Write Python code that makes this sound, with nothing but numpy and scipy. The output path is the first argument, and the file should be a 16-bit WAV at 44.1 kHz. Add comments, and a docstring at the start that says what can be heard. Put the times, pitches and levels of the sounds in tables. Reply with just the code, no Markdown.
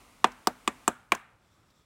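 """Quiet forest air and a thin hiss; then a hand-held stick knocks five times on a length of wood,
a few metres away among snowy trees. Each blow rings short wooden modes under a dry crack, coloured
by where it lands; the stick sometimes grazes again. Ground and trunks scatter a faint tail.
The hiss sinks from the fourth knock on; a jacket rustles faintly as the stick is lifted."""
import sys
import numpy as np
from scipy import signal
from scipy.fft import rfft, irfft
from scipy.io import wavfile
from scipy.ndimage import uniform_filter1d

SR = 44100
rng = np.random.default_rng(int(sys.argv[2]) if len(sys.argv) > 2 else 0)


def pcm_store(signal):
    """Save signal as 16-bit PCM."""
    levels = np.round(np.clip(np.atleast_2d(signal), -1, 1) * 32767)
    wavfile.write(sys.argv[1], SR, levels.astype(np.int16).T)


N = 81585
T = np.arange(N) / SR

# forest air spectrum: f/Hz, relative level/dB
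AIR_SPECTRUM = [(20, -25), (45, -6.5), (110, -2), (170, -7), (300, -12), (450, -14.5), (800, -19),
                (1280, -14), (1700, -21), (2400, -24.5), (3400, -31), (7600, -35.5), (16000, -46.5)]
# hiss spectrum: f/Hz, relative level/dB
HISS_SPECTRUM = [(20, -13), (45, 15.5), (100, -11), (170, 1), (255, 8), (400, -1), (700, 1), (1200, 3.5),
                 (1700, -9.5), (2100, -1), (3200, -7), (5000, -10.5), (9300, -11), (12000, -16),
                 (16000, -20.5)]
# hiss envelope: t/s, level/dB
HISS_ENVELOPE = [(0, -58), (.15, -60), (.5, -60.5), (.84, -58.5), (.95, -65.5), (1.1, -71.5), (1.35, -76.5),
                 (1.85, -75)]
# modes of the wood: f/Hz, level/dB, t60/s
WOOD_MODES = [(167, -28, .07), (216, -12, 0.047), (318, -9.5, .037), (394.5, -9.5, .035), (483, -15, .023),
              (718, -11.5, 0.048), (886, -7, 0.017), (1120, 6, .023), (1280, -9.5, 0.011),
              (1435, -17, 0.027), (2427, -12, 0.028), (2838, -11, 0.022), (3370, -13, 0.024),
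              (6830, -19.5, 0.023), (240.7, -32.5, 0.27)]
# contact crack spectrum: f/Hz, level/dB
CRACK_SPECTRUM = [(100, -6.5), (600, -4), (1500, 10), (2000, 8.5), (3200, 10), (4300, 4), (6000, 0.5),
                  (7500, 5), (9500, 0), (12000, -6), (15500, -6.5), (17000, -22.5)]
# grid for the colour of a blow: f/Hz
TONE_GRID_HZ = [300, 730, 905, 1130, 1420, 1900, 2400, 3100, 5000, 7500, 12000]
# blows: t/s, level/dB, echo re level/dB, pitch ratio, then level/dB at each of TONE_GRID_HZ
BLOWS = [(0.2428, -13, -3, 1.024, 1, 7, 11, 1, 4.5, 5.5, 6.5, 2, 4, -4, -8),
         (0.4712, -17.5, 0.5, 1.041, -2, 2, 4, -8.5, -2, -5.5, -10, -10, 4.5, -2.5, 2),
         (0.6761, -20, 2.5, 1.041, -0.5, -7.5, 0, -5, -10, 1, 2, -6, -3, 4, -7),
         (0.8778, -17.5, 1.5, 1.013, -1.36, 2.5, 0, -6, 7.5, -4.5, -2, -5.5, -4.5, 8, -1.5),
         (1.1198, -16.5, 1.5, 0.9776, -2, 3.5, 0, 0.5, 6.5, 5.5, 10, -2, 4, 1, -0.5)]
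# forest scatter: f/Hz, near level/dB, near t60/s, far level/dB, far t60/s
ECHO_BANDS = [(70.4, -37.5, .18, -58.5, 0.36), (223, -28, 0.14, -52, .35), (475, -23, .11, -50.5, 0.25),
              (810, -22.5, .12, -48.5, 1), (1230, -22, .12, -36.5, 0.55), (2042, -27.5, 0.119, -41.5, .5),
              (3270, -31.5, .09, -45.5, .5), (4650, -42, .08, -51, 0.24), (8000, -37, .075, -46.5, .3),
              (13100, -40.5, 0.079, -49.5, .3)]
# light second touches: t/s, level/dB, centre f/Hz, 1/e decay time/s
TOUCHES = [(0.27, -51, 8150, .004), (0.318, -52, 5840, 0.0068), (1.1492, -36, 6550, .0045),
           (1.478, -75, 4990, .006), (1.702, -68.5, 4200, 0.012)]
# jacket spectrum: f/Hz, relative level/dB
RUSTLE_SPECTRUM = [(100, -28.5), (2500, -23.5), (3400, 10.5), (4400, -0.5), (5600, 4), (6700, -4.5),
                   (7700, 3), (9000, -10.5), (16000, -10.5)]

AIR_DB, AIR_WAVER_DB = -66.5, 1
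CONTACT_S, MODE_SCATTER_DB = 0.00097, 0.5
CRACK_DB, CRACK_HOLD_S, CRACK_T60_S = 9, 0.0026, 0.021
SNAP_DB, SNAP_AT_S, SNAP_WIDTH_S = 8, 0.0012, 0.0002
NEAR_RISE_S, FAR_RISE_S, ECHO_TINT = 0.0074, 0.015, 0.59
GRAZE_WIDTH_HZ, GRAZE_RING_DB, GRAZE_SKIRT_DB = 900, 5, -19.5
RUSTLE_DB, RUSTLE_WAVER_DB, RUSTLE_START_S, RUSTLE_RISE_S = -76.5, 2.44, 1.366, 0.11
BLOW_LOW_HZ, ECHO_LOW_HZ, NOISE_TOP_HZ, TOP_HZ = 120, 45, 15900, 17000


def undb(db):
    """Decibels to gain."""
    return 10 ** (np.asarray(db) / 20)


def unit(x):
    """Scale to rms 1."""
    return x / np.sqrt(np.mean(x ** 2))


def fade(t, t60_s):
    """Unity until t = 0, then exponential decay."""
    return np.exp(-np.log(1000) * np.maximum(t, 0) / t60_s)


def colour(x, points, size=4096):
    """Minimum-phase filter through (f/Hz, level/dB) points."""
    hz, db = np.array(points, float).T
    bins_hz = np.maximum(np.arange(size // 2 + 1) * SR / size, 1)
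    gain = undb(np.interp(np.log(bins_hz), np.log(hz), db))
    cepstrum = irfft(np.log(gain))
    cepstrum[1:size // 2] *= 2
    cepstrum[size // 2 + 1:] = 0
    impulse = irfft(np.exp(rfft(cepstrum)))
    return signal.fftconvolve(x, impulse)[:len(x)]


def low_pass(x, hz):
    """Steep high cut."""
    return signal.sosfilt(signal.ellip(10, 0.1, 70, hz, fs=SR, output="sos"), x)


def high_pass(x, hz):
    """Gentle low cut."""
    return signal.sosfilt(signal.butter(2, hz, "high", fs=SR, output="sos"), x)


def walk(rate_hz):
    """Random wander, spread near 1."""
    step = int(SR / rate_hz)
    return uniform_filter1d(np.repeat(rng.standard_normal(N // step + 1), step), step)[:N]


def add(out, start_s, x):
    """Mix x in at start_s."""
    i = int(start_s * SR)
    out[i:i + len(x)] += x[:N - i]


def shaped_noise(spectrum):
    """Coloured noise, rms 1."""
    return unit(colour(rng.standard_normal(N), spectrum))


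def air():
    """Forest air: low noise, wavering slightly."""
    return shaped_noise(AIR_SPECTRUM) * undb(AIR_DB + AIR_WAVER_DB * walk(rate_hz=34))


def hiss():
    """Thin noise that holds, then sinks away."""
    level_db = np.interp(T, *np.array(HISS_ENVELOPE).T)
    return shaped_noise(HISS_SPECTRUM) * undb(level_db)


def wood_ring(t, pitch):
    """Modes of alternating sign swell during contact and die quickly."""
    swell = 1 - np.exp(-t / CONTACT_S)
    ring = 0
    for k, (hz, db, t60_s) in enumerate(WOOD_MODES):
        gain = (-1) ** k * undb(db - MODE_SCATTER_DB * rng.standard_normal())
        ring += gain * np.sin(2 * np.pi * hz * pitch * t) * swell * fade(t, t60_s)
    return ring


def crack(t):
    """A snap as the contact peaks, then a short spray of splintery noise."""
    snap = undb(SNAP_DB) * np.exp(-((t - SNAP_AT_S) / SNAP_WIDTH_S) ** 2)
    spray = fade(t - CRACK_HOLD_S, CRACK_T60_S)
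    burst = rng.standard_normal(len(t)) * (snap + spray)
    return colour(burst / np.linalg.norm(burst), CRACK_SPECTRUM)


def forest_echo(t):
    """Diffuse scatter: ground and near trunks answer at once, far trunks leave a midrange tail."""
    log_bins = np.log(np.maximum(np.arange(len(t) // 2 + 1) * SR / len(t), 1))
    log_centres = np.log([row[0] for row in ECHO_BANDS])
    spectra = rfft(rng.standard_normal((2, len(t))))
    echo = 0
    for k, (_, near_db, near_t60_s, far_db, far_t60_s) in enumerate(ECHO_BANDS):
        triangle = np.interp(log_bins, log_centres, np.eye(len(ECHO_BANDS))[k])
        near, far = irfft(spectra * triangle)
        for noise, db, t60_s, rise_s in ((near, near_db, near_t60_s, NEAR_RISE_S),
                                         (far, far_db, far_t60_s, FAR_RISE_S)):
            envelope = np.minimum(t / rise_s, 1) * fade(t - rise_s, t60_s)
            echo += undb(db) * unit(noise) * envelope
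    return low_pass(high_pass(echo, ECHO_LOW_HZ), NOISE_TOP_HZ)


def knocks():
    """Ring plus crack, coloured by the strike point; the echo shares part of that colour."""
    out, t = np.zeros(N), T[:SR // 4]
    for start_s, db, echo_db, pitch, *tone_db in BLOWS:
        blow = wood_ring(t, pitch) + undb(CRACK_DB) * crack(t)
        blow = colour(blow, list(zip(TONE_GRID_HZ, tone_db)))
        blow = high_pass(blow, BLOW_LOW_HZ)
        add(out, start_s, undb(db) * blow / np.std(blow[:SR // 100]))  # level over first 10 ms
        tint_db = ECHO_TINT * np.array(tone_db)
        echo = colour(forest_echo(T[:SR]), list(zip(TONE_GRID_HZ, tint_db)))
        add(out, start_s, undb(db + echo_db) * echo)
    return out


def grazes():
    """The stick brushes the wood again: a short bright scrape and a weak ring."""
    out, t = np.zeros(N), T[:SR // 8]
    for start_s, db, hz, decay_s in TOUCHES:
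        noise = rng.standard_normal(len(t))
        band = signal.lfilter(*signal.iirpeak(hz, hz / GRAZE_WIDTH_HZ, fs=SR), noise)
        scrape = unit(band + undb(GRAZE_SKIRT_DB) * noise) * np.exp(-(t / decay_s) ** 2)
        ring = undb(GRAZE_RING_DB) * wood_ring(t, pitch=0.95)
        add(out, start_s, undb(db) * (scrape + ring))
    return out


def jacket_rustle():
    """Cloth rubs as the stick is lifted: faint, flickering treble."""
    cloth = shaped_noise(RUSTLE_SPECTRUM) * undb(RUSTLE_DB + RUSTLE_WAVER_DB * walk(rate_hz=35))
    return cloth * np.clip((T - RUSTLE_START_S) / RUSTLE_RISE_S, 0, 1)


def scene():
    """Knocks over the quiet layers, mono."""
    return (knocks() + low_pass(grazes() + air() + hiss() + jacket_rustle(), NOISE_TOP_HZ))[None]


def record(dry):
    """Clip at full scale, cut the top."""
    return low_pass(np.clip(dry, -1, 1), TOP_HZ)


dry = scene()
out = record(dry)
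pcm_store(out)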